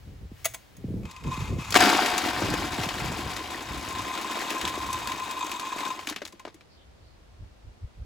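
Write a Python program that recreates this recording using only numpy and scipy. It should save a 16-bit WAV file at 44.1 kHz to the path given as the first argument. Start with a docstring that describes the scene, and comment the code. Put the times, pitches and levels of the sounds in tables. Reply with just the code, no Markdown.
"""A quiet garden, a stereo microphone close to a pellet grill that stands a little to its left.
Wind buffets the microphone, a sleeve rustles, a latch snaps and the hopper's steel door scrapes up.
Wood pellets shift behind it, burst into an empty plastic box and pour on; the growing heap damps the
drumming walls. The steel chute rings more freely as the stream runs shallow, then only a few strays
drop. Last come far-off birds and a few more gusts."""
import sys
import numpy as np
from scipy import signal
from scipy.fft import rfft, irfft, next_fast_len
from scipy.io import wavfile
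from scipy.ndimage import uniform_filter1d

SR = 44100
rng = np.random.default_rng(int(sys.argv[2]) if len(sys.argv) > 2 else 0)


def output_pcm(signal):
    """Save a mono or channel-first signal as 16-bit PCM at the path in sys.argv[1].

    Samples are clipped to [-1, 1] before scaling.
    """
    pcm = np.clip(np.atleast_2d(signal).T, -1, 1) * 32767
    wavfile.write(sys.argv[1], SR, np.round(pcm).astype(np.int16))


N = 355005
TIME = np.arange(N) / SR
HZ = np.fft.rfftfreq(8192, 1 / SR)

# Spectra of the garden's hush, the wind's low push and its buffeting (frequency [Hz], level [dB])
AIR_SPECTRUM = [(20, -12.5), (60, -2.5), (200, -6.5), (600, -10.5), (1500, -18), (4600, -24), (8000, -32),
                (12000, -39), (16000, -44)]
PUSH_SPECTRUM = [(15, -32.5), (30, -21.5), (50, -2), (70, 0.5), (110, -2.5), (190, -21), (400, -46.5),
                 (1500, -94.5)]
BUFFET_SPECTRUM = [(40, -22.5), (110, -3), (165, 0.5), (300, -8.5), (480, -14.5), (700, -26.5),
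                   (1500, -54.5)]
# Gusts on the microphone (middle [s], length [s], push [dB], buffeting [dB])
GUSTS = [(0.11, 0.1, -42.5, -48), (0.23, 0.051, -38, -46.5), (0.836, 0.13, -37.5, -44.5),
         (0.966, 0.19, -36.5, -36), (1.277, 0.089, -34, -31.5), (1.44, 0.19, -33, -42.5),
         (1.55, 0.12, -32.5, -30), (1.755, 0.15, -36.5, -40), (2.483, 0.17, -35.5, -33),
         (2.662, 0.17, -40, -42.5), (2.82, 0.085, -39, -51), (3.067, 0.18, -38, -33.5),
         (3.263, 0.14, -38, -40.5), (3.747, 0.12, -37.5, -41.5), (3.944, 0.29, -44, -48),
         (4.664, 0.047, -43, -48), (4.888, 0.42, -43.5, -49), (7.435, 0.065, -35, -55),
         (7.681, 0.064, -36.5, -56.5), (7.843, 0.045, -32, -56), (8.009, 0.055, -36, -57)]
# Breeze between the gusts (time [s], level [dB])
BREEZE_LEVEL = [(0.4, -46), (0.65, -59), (1.3, -48.5), (3.4, -47), (4.4, -64), (5.1, -54), (5.7, -64),
                (6.6, -64), (7.1, -53), (8.0, -59.5)]
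# Sleeve of the hand at the latch (time [s], level [dB])
SLEEVE_LEVEL = [(0, -62.5), (0.3, -66), (0.4, -55), (0.7, -62.5), (1.05, -63), (1.15, -100)]
# Single eddies right on the microphone (time [s], level [dB])
THUMPS = [(0.315, -36), (0.841, -26), (0.903, -30.5), (0.939, -26), (1.374, -30.5), (1.526, -24.5),
          (1.583, -27), (2.784, -24.5), (2.861, -27.5)]
# The latch scrapes, snaps and rebounds (time [s], level [dB])
LATCH_HITS = [(0.445, -25.5), (0.448, -24.5), (0.4542, -15), (0.537, -36), (0.5447, -28.5), (0.767, -47)]
# Spectra of latch and sleeve, pellet on pellet, and a sharp tick (frequency [Hz], level [dB])
SNAP_SPECTRUM = [(150, -35), (600, -22.5), (1400, -17.5), (2200, -14.5), (4000, -20), (7000, -24.5),
                 (11000, -25.5), (16000, -23.5)]
CLATTER_SPECTRUM = [(100, -24), (250, 2.5), (480, -4.5), (650, -1), (1200, 0.5), (1600, 0), (2300, 2),
                    (2900, -1), (3700, -1.5), (4800, -5), (6000, -8.5), (8000, -16.5), (16000, -29.5)]
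TICK_SPECTRUM = [(500, -37.5), (3000, -4), (5500, 1), (6800, 4), (8100, 0), (9500, -1.5), (12000, -3),
                 (15500, -10)]
# Modes of the steel parts and of the box's walls and floor (frequency [Hz], width [Hz], level [dB])
LATCH_MODES = [(660, 30, -5.5), (1970, 46, -10), (2200, 55, -5), (3400, 74, -14), (6500, 140, -3.5),
               (7100, 130, -8.5), (8100, 150, -9.5), (10630, 200, -11), (15250, 760, -14.5)]
CHUTE_MODES = [(870, 20, -12), (977, 29, -6.5), (1034, 17, 1.1), (1056, 21, -3), (1190, 60, -17.5),
               (2497, 80, -14), (3360, 130, -24.5), (3714, 74, -15.5), (6470, 150, -24), (7600, 180, -26)]
DOOR_MODES = [(880, 40, 2), (1075, 55, 4.5), (1240, 110, -3.5), (2110, 80, -2), (2510, 70, 4),
              (7000, 160, -14.5)]
WALL_MODES = [(729, 23, 4), (815, 50, -7), (908, 100, -3.5), (1112, 51, -6), (1400, 120, -8.5),
              (1570, 45, -6), (1780, 52, -13), (2340, 90, -14.5), (2820, 50, -13), (4910, 130, -13)]
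FLOOR_MODES = [(216, 43, -7), (302, 43, 1.7), (338, 24, -0.5), (414, 55, -7), (593, 170, -9),
               (1231, 80, -14)]
# Knocks that ring the chute: first the latch, then clumps of pellets (time [s], level [dB])
CHUTE_CLANGS = [(0.545, -44), (5.408, -24), (5.426, -23.5), (5.6757, -35), (5.851, -28), (5.903, -25.5),
                (6.09, -28.5), (6.326, -46), (6.397, -40)]
# The door catches and slips in its guides (time [s], level [dB])
DOOR_CATCHES = [(1.032, -47), (1.053, -36.5), (1.099, -47), (1.163, -36), (1.238, -35), (1.341, -37)]
# Shoves that lift the door and shift the pellets (start [s], length [s], chute [dB], grinding [dB])
DOOR_SHOVES = [(1.04, 0.17, -50.5, -53.5), (1.24, 0.035, -46, -48), (1.297, 0.075, -42, -43.5),
               (1.386, 0.046, -55, -46), (1.575, 0.15, -52, -41.5)]
# The door binds and squeals (start [s], length [s], pitch [Hz], level [dB])
DOOR_SQUEALS = [(1.312, 0.02, 1070, -30.5), (1.345, 0.024, 1106, -34)]
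# Pellets and clumps strike the box (time [s], level [dB], extra tick [dB], pitch [Hz])
BOX_STRIKES = [(1.111, -35.5, 8.5, 5000), (1.705, -26, 14, 3500), (1.723, -15, 2, 4500),
               (1.742, -7, 0, 1300), (1.753, -2.5, -2, 1210), (1.76, -0.5, -5, 910), (1.769, -6, 5.5, 2800),
               (1.804, -9.5, 7, 1210), (2.06, -13.5, 3, 2400), (2.179, -15.5, 9.5, 4500),
               (2.287, -17, -6, 4500), (2.422, -17.5, -19, 1200), (2.538, -18, 2, 1500),
               (2.888, -16.5, 0, 3000), (3.364, -25, 7, 6000), (4.503, -19, 4.5, 2620),
               (4.612, -18.5, 3.5, 3000), (4.651, -17, 1, 3700), (4.676, -16.5, 2, 2820),
               (4.929, -28, 17.5, 7000), (5.072, -22.5, 7, 3500), (5.118, -21, 0, 2500),
               (5.31, -29, 14, 4000), (5.515, -23, 7.5, 2970), (5.596, -23.5, 6, 4000),
               (5.656, -30, -3, 2500), (5.805, -21, -11, 2200), (5.851, -26, 0, 3000),
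               (5.991, -24, -10, 900), (6.071, -19.5, 3, 2300), (6.087, -24.5, 5, 4000),
               (6.097, -22, 7.5, 2800), (6.124, -26, -4, 1800), (6.161, -21, -3, 2650),
               (6.218, -25.5, -12, 1700), (6.251, -28, 8, 5000), (6.275, -38.5, 13, 7000),
               (6.324, -42.5, 10, 3800), (6.395, -36.5, 3.5, 2400), (6.451, -28, -24, 1100),
               (6.477, -36.5, -22, 1100), (6.543, -46, 11, 2000), (6.608, -43, -6, 3300)]
# Clumps thud on the box floor (time [s], level [dB], pitch [Hz])
FLOOR_KNOCKS = [(1.76, -13.5, 320), (1.824, -25, 300), (1.866, -17.5, 310), (2.42, -18.5, 384),
                (2.538, -18.5, 484), (4.546, -30, 467), (4.64, -27.5, 282), (4.776, -24, 350),
                (6.075, -33, 230), (6.111, -31, 300), (6.167, -37, 168), (6.218, -26.5, 555),
                (6.335, -41.5, 267), (6.452, -29, 745), (6.475, -29, 850), (6.545, -45, 277)]
# Strength of the stream (time [s], level [dB])
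FLOW_LEVEL = [(1.85, 0.5), (2.05, -1), (2.3, 0.14), (2.55, 1), (3.1, 0.9), (3.52, -1), (3.8, -1.44),
              (4.1, 0.6), (4.5, 2.5), (4.78, 0.5), (5.05, -0.5), (5.5, -2.7), (5.64, -5), (5.8, 0.5)]
# Distant whistles (start [s], length [s], first pitch [Hz], last pitch [Hz], level [dB])
BIRD_CALLS = [(6.68, 0.12, 4750, 4550, -61), (6.74, 0.13, 3500, 3200, -61), (6.95, 0.25, 4430, 4450, -67)]
# How alike the two microphone ports hear (frequency [Hz], likeness [0-1])
PORT_LIKENESS = [(60, 0.92), (130, 0.9), (300, 0.84), (4000, 0.85), (8000, .95)]
# Left port over right for a source on the left (frequency [Hz], level [dB])
PORT_BALANCE = [(100, -2), (380, 1), (700, 6.5), (1050, 2), (2400, 4.5), (5400, 9), (6800, .5),
                (15000, -0.5)]
# Lead of the left port for that source (frequency [Hz], phase [rad])
PORT_LEAD = [(100, -1), (600, 1.1), (1050, -0.7), (1700, 0.81), (2500, 1.3), (3700, -0.5), (7400, 0.87),
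             (9000, -3.5), (11100, -9), (13200, -12.5), (15300, -18)]

POUR_S, LAND_S, COVER_S = 1.808, 0.03, 0.51  # the stream lands; its attack; the heap covers the box
EMPTY_S, RUN_OUT_S = 5.864, 0.14  # the hopper is empty; the stream dies away
WALL_DAMP_DB_PER_S = 3


def gain_of(db):
    """Decibels to amplitude."""
    return 10 ** (np.asarray(db) / 20)


def unit_rms(x):
    """Scales to rms 1."""
    return x / np.sqrt(np.mean(x ** 2) + 1e-20)


def read(points, hz=HZ):
    """Reads a table along a log-frequency axis."""
    f, value = np.transpose(points)
    return np.interp(np.log(hz + 1), np.log(f + 1), value)


def spectrum(points):
    """A dB spectrum as gain over frequency."""
    return gain_of(read(points))


def follow(rows):
    """A dB curve as gain over time, holding its end values."""
    return gain_of(np.interp(TIME, *np.transpose(rows)))


def swell(start, end, rise, fall):
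    """Attack, hold until end, exponential release."""
    return np.clip((TIME - start) / rise, 0, 1) * np.exp(-np.maximum(TIME - end, 0) / fall)


def noise():
    """Two channels of white noise."""
    return rng.standard_normal((2, N))


def wander(rate_hz, shape=N):
    """Random drift of rms 1, mostly slower than rate_hz."""
    lowpass = signal.butter(2, rate_hz, fs=SR, output="sos")
    return unit_rms(signal.sosfilt(lowpass, rng.standard_normal(shape)))


def add(mix, s, sound):
    """Mixes a sound in at s seconds."""
    part = mix[..., round(s * SR):][..., :sound.shape[-1]]
    part += sound[..., :part.shape[-1]]


def ringing(modes):
    """Gain over frequency of a body with these modes, rolled off an octave above the last."""
    power = sum(gain_of(2 * db) / (1 + ((HZ ** 2 - hz ** 2) / (width * HZ + 1)) ** 2)
                for hz, width, db in modes)
    return np.sqrt(power / (1 + (HZ / (2 * modes[-1][0])) ** 4))


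def colour(x, gain):
    """Minimum-phase filter of unit energy: peaks ring on after each blow."""
    log_gain = np.log(np.maximum(gain / gain.max(), 1e-5))
    mirrored = np.concatenate([log_gain, log_gain[-2:0:-1]])
    taps = np.fft.ifft(np.exp(np.conj(signal.hilbert(mirrored)))).real[:len(HZ)]
    return signal.oaconvolve(x, taps[None] / np.linalg.norm(taps), axes=1)[:, :N]


def impulses(s, db):
    """Spikes of power at the given times and levels."""
    return np.bincount(np.round(s * SR).astype(int), gain_of(2 * db), N)


def decay(power, t60):
    """Lets power fall by 60 dB in t60 seconds."""
    return signal.lfilter([1], [1, -gain_of(-120 / (t60 * SR))], power)


def fading(power, t60, echo_db, echo_t60):
    """Each contact dies fast, over a weaker and longer scatter from the walls nearby."""
    return decay(power, t60) + gain_of(2 * echo_db) * decay(power, echo_t60)


def contact_power(per_s, spread_db, cap):
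    """Random contacts, many small and a few up to cap times spread_db louder."""
    size = gain_of(spread_db * np.minimum(rng.exponential(1, N), cap))
    return size ** 2 * (rng.random(N) < per_s / SR)


def rattle(per_s, spread_db, t60, echo_db):
    """Noise bursts from random contacts, at an even mean level."""
    power = fading(contact_power(per_s, spread_db, cap=4.5), t60, echo_db, echo_t60=0.13)
    mean = uniform_filter1d(uniform_filter1d(power, size=4400), size=3000)
    return noise() * np.sqrt(power / (abs(mean) + 1e-9))


def blows(hits, rise, t60, echo_db, echo_t60):
    """A noise burst for each hit, swelling for rise seconds."""
    pole = np.exp(-1 / (rise * SR))
    power = signal.lfilter([1 - pole], [1, -pole], impulses(*np.transpose(hits)) + 1e-20)
    return noise() * np.sqrt(fading(power, t60, echo_db, echo_t60))


def air(level_db=-57.5):
    """The quiet hush of the garden, from all sides."""
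    return gain_of(level_db) * colour(noise(), spectrum(AIR_SPECTRUM))


def eddies(points, size):
    """Turbulent noise whose strength is steady over size samples."""
    x = colour(noise(), spectrum(points))
    power = uniform_filter1d(uniform_filter1d((x ** 2).mean(0), size), size)
    return x / np.sqrt(power + 1e-9)


def wind(lump_db=2.5, lump_hz=14, calm_s=6.0, calm_pitch=0.79):
    """Gusts swell out of a breeze and push on the microphone in lumps, deeper after calm_s."""
    push, buffet = sum(gain_of(dbs)[:, None] * np.exp(-(2 * (TIME - s) / length) ** 2)
                       for s, length, *dbs in GUSTS)
    brisk = eddies(PUSH_SPECTRUM, size=2000)
    slow = eddies([(hz * calm_pitch, db) for hz, db in PUSH_SPECTRUM], size=2000)
    calm = np.clip(TIME - calm_s, 0, 1)
    low = (np.sqrt(1 - calm) * brisk + np.sqrt(calm) * slow) * np.hypot(push, follow(BREEZE_LEVEL))
    high = eddies(BUFFET_SPECTRUM, size=800) * buffet
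    return (low + high) * gain_of(lump_db * wander(lump_hz) - 1.5)


def sleeve():
    """Cloth rustles as the hand works the latch."""
    return colour(noise() * follow(SLEEVE_LEVEL), spectrum(SNAP_SPECTRUM))


def thumps(first_hz=480, last_hz=110, glide_s=0.0055, peak_s=0.0059):
    """Single eddies cross the microphone: each a short swing whose pitch drops."""
    t, out = np.arange(SR // 10) / SR, np.zeros(N)
    turns = last_hz * t + (first_hz - last_hz) * glide_s * (1 - np.exp(-t / glide_s))
    envelope = t / peak_s * np.exp(1 - t / peak_s)
    for s, db in THUMPS:
        add(out, s, gain_of(db) * envelope * np.sin(2 * np.pi * (turns + rng.random())))
    return out


def latch():
    """The steel latch scrapes, snaps free and rings briefly."""
    snaps = blows(LATCH_HITS, rise=0.0007, t60=0.048, echo_db=-22, echo_t60=0.28)
    return gain_of(-1.5) * colour(snaps, ringing(LATCH_MODES) + spectrum(SNAP_SPECTRUM))


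def shoving():
    """Two envelopes: how hard the door's shoves ring the chute, and how hard they grind."""
    return sum(gain_of(dbs)[:, None] * swell(s, s + length, rise=0.032, fall=0.11)
               for s, length, *dbs in DOOR_SHOVES)


def chute(full_db=-42.5, free_db=-35.5, shallow_s=3.91, freeing_s=0.025):
    """Latch and pellets ring the steel chute: damped while full, freely once the stream is shallow."""
    shift, _ = shoving()
    free = (1 + np.tanh((TIME - shallow_s) / freeing_s)) / 2
    running = swell(POUR_S - LAND_S, EMPTY_S, LAND_S, fall=0.11)
    slide = gain_of(full_db + (free_db - full_db) * free) * running
    tumble = rattle(650, spread_db=4, t60=0.0052, echo_db=-13.5) * (shift + slide)
    clangs = gain_of(5.5) * blows(CHUTE_CLANGS, rise=0.002, t60=0.013, echo_db=-17, echo_t60=0.041)
    return colour(tumble + clangs, ringing(CHUTE_MODES))


def door(catch_db=-3, wobble=0.035, wobble_hz=110, rough_db=3):
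    """The steel door scrapes up its guides, catches now and then, and squeals where it binds."""
    _, grind = shoving()
    grit = rattle(2000, spread_db=3.2, t60=0.012, echo_db=-10)
    slips = gain_of(catch_db) * blows(DOOR_CATCHES, rise=0.001, t60=0.038, echo_db=-13.5, echo_t60=0.15)
    scrape = gain_of(-13.5) * spectrum(CLATTER_SPECTRUM) + gain_of(-21.5) * spectrum(TICK_SPECTRUM)
    out = colour(grit * grind + slips, ringing(DOOR_MODES) + scrape)
    bend = 1 + wobble * wander(wobble_hz)
    grip = gain_of(rough_db * wander(wobble_hz))
    for start, length, hz, db in DOOR_SQUEALS:
        arch = np.sin(np.pi * np.clip((TIME - start) / length, 0, 1))
        out += gain_of(db) * arch * grip * np.sin(2 * np.pi * np.cumsum(hz * bend) / SR)
    return out


def strikes(clack_db=-5, tick_db=-13.5, hump_db=7, hump_octaves=0.54):
    """Wood hits the box: a clack around its own pitch and a sharp tick; bare walls ring along."""
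    t, out = np.arange(7000) / SR, np.zeros((2, N))
    attack = 1 - np.exp(-t / 0.0016)
    burst = np.sqrt(attack * (gain_of(-120 * t / 0.034) + gain_of(-30 - 120 * t / 0.13)))
    for s, db, hard_db, hz in BOX_STRIKES:
        wood, edge = rng.standard_normal((2, 2, len(t))) * burst * gain_of(db)
        walls = 1 + ringing(WALL_MODES) * gain_of(-WALL_DAMP_DB_PER_S * abs(s - POUR_S))
        hump = gain_of(hump_db * np.exp(-(np.log2((HZ + 1) / hz) / hump_octaves) ** 2))
        clack = gain_of(clack_db) * colour(wood, spectrum(CLATTER_SPECTRUM) * hump * walls)
        tick = gain_of(tick_db + hard_db) * colour(edge, spectrum(TICK_SPECTRUM))
        add(out, s, clack + tick)
    return out


def bounces():
    """After each strike a few pellets hop and settle."""
    s, db = np.transpose(BOX_STRIKES)[:2]
    motion = np.sqrt(decay(impulses(s, np.minimum(db, -22)) + 1e-20, t60=0.2))
    hops = rattle(130, spread_db=1.5, t60=0.01, echo_db=-14.5)
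    return gain_of(-20) * colour(hops * motion, spectrum(CLATTER_SPECTRUM))


def knocks(hump_octaves=0.9, scuff_db=-22, scuff_t60=0.057):
    """Clumps thud and scuff on the box floor, ringing most the modes that suit where they land."""
    t, out = np.arange(SR // 8) / SR, np.zeros((2, N))
    for s, db, hz in FLOOR_KNOCKS:
        push = (t == 0) + rng.standard_normal((1, len(t))) * gain_of(scuff_db - 60 * t / scuff_t60)
        thud = colour(push, ringing(FLOOR_MODES) / (1 + (np.log2((HZ + 1) / hz) / hump_octaves) ** 2))
        add(out[:1], s, gain_of(db) * thud / abs(thud).max())  # the channel that both ports share
    return out


def pouring(bare_db=18.5):
    """Force of the stream: hard on the bare box, cushioned by the heap, gone with the last pellets."""
    bare = np.exp(-np.maximum(TIME - POUR_S, 0) / COVER_S)
    running = swell(POUR_S - LAND_S, EMPTY_S, LAND_S, RUN_OUT_S)
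    return follow(FLOW_LEVEL) * gain_of(bare_db * bare) * running


def stream(full_per_s=1500, thin_per_s=480, clatter_db=-39.5, tick_db=-47.5, wall_db=-39.5,
           floor_db=-43, sharpen_db=4):
    """Pellets hit each other and the box; the heap damps the walls, contacts thin out and sharpen."""
    age = np.maximum(TIME - POUR_S, 0)
    emptied = np.minimum(age / (EMPTY_S - POUR_S), 1)
    per_s = full_per_s * (thin_per_s / full_per_s) ** emptied
    flow = pouring()
    contacts = flow * rattle(per_s, spread_db=4.5, t60=0.027, echo_db=-4)
    edges = 0.76 * contacts + 0.96 * flow * rattle(per_s, spread_db=8, t60=0.01, echo_db=-3.5)
    wall_hits = flow * rattle(per_s, spread_db=3.5, t60=0.0071, echo_db=-24)
    floor_hits = flow * rattle(0.35 * per_s, spread_db=3.5, t60=0.018, echo_db=-23.5)
    clatter = gain_of(clatter_db) * colour(contacts, spectrum(CLATTER_SPECTRUM))
    ticks = colour(edges * gain_of(tick_db - sharpen_db * (1 - emptied)), spectrum(TICK_SPECTRUM))
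    walls = colour(wall_hits * gain_of(wall_db - WALL_DAMP_DB_PER_S * age), ringing(WALL_MODES))
    floor = gain_of(floor_db) * colour(floor_hits, ringing(FLOOR_MODES))
    return clatter + ticks + walls + floor


def clacks(per_s=380, low_hz=1500, high_hz=8500, size=400, ring_cycles=4.5, spread_db=2.6, base_db=-46):
    """Some pellets bounce clear with a dry clack, its colour set by the pellet's length."""
    starts = np.flatnonzero(rng.random(N - size) < per_s / SR)
    pitch, chance = rng.random((len(starts), 2)).T[:, :, None]
    turns = low_hz * (high_hz / low_hz) ** pitch * np.arange(size) / SR
    height = gain_of(-spread_db * np.log(np.maximum(chance, 0.02)))
    clicks = height * np.sin(2 * np.pi * turns) * np.exp(-turns / ring_cycles)  # wood hardly rings
    samples = starts[:, None] + np.arange(size)
    train = unit_rms(np.bincount(samples.ravel(), clicks.ravel(), N))
    return gain_of(base_db) * np.array([train, np.roll(train, size)]) * pouring()


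def chips(per_s=12, base_db=-39):
    """Now and then a pellet hits the rim edge-on with a bright tick."""
    power = fading(contact_power(per_s, spread_db=3, cap=3), t60=0.0068, echo_db=-14.5, echo_t60=0.051)
    running = swell(POUR_S, EMPTY_S, COVER_S, RUN_OUT_S)
    return gain_of(base_db) * colour(noise() * np.sqrt(power) * running, spectrum(TICK_SPECTRUM))


def clumping(rate_hz=12, depth_db=1.1):
    """The level wavers as the stream leaves the chute in uneven clumps."""
    return gain_of(depth_db * wander(rate_hz) * np.clip(TIME - POUR_S, 0, 1))


def birds(blur_hz=400):
    """Whistles far from the microphone, blurred by their echoes."""
    out = np.zeros(N)
    for s, length, first_hz, last_hz, db in BIRD_CALLS:
        progress = np.clip((TIME - s) / length, 0, 1)
        hz = first_hz + progress * (last_hz - first_hz)
        out += gain_of(db) * np.sin(np.pi * progress) * np.sin(2 * np.pi * np.cumsum(hz) / SR)
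    return out * wander(blur_hz, (2, N))


def microphone(x, aside):
    """Two ports hear nearly the same; aside (0 = ahead) moves the source left by level and phase."""
    size = next_fast_len(N + 2000)
    hz = np.fft.rfftfreq(size, 1 / SR)
    shared, separate = rfft(x, size)
    likeness = read(PORT_LIKENESS, hz)
    right = likeness * shared + np.sqrt(1 - likeness ** 2) * separate
    lean = gain_of(aside * read(PORT_BALANCE, hz) / 2) * np.exp(1j * aside * read(PORT_LEAD, hz) / 2)
    return irfft(np.array([shared * lean, right / lean]), size)[:, :N]


def scene():
    """Grill and box close by on the left, wind on the microphone, the garden all around."""
    pellets = (stream() + clacks() + chips()) * clumping() + strikes() + bounces() + knocks()
    grill = microphone(latch() + sleeve() + door() + chute() + pellets, aside=0.72)
    return grill + microphone(wind(), aside=0) + thumps() + air() + birds()


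def record(dry, edge_hz=15900):
    """The recorder clips at full scale, then cuts the treble above edge_hz."""
    lowpass = signal.firwin(511, edge_hz, window=("kaiser", 9), fs=SR)
    return signal.oaconvolve(np.clip(dry, -1, 1), lowpass[None], "same")


dry = scene()
out = record(dry)
output_pcm(out)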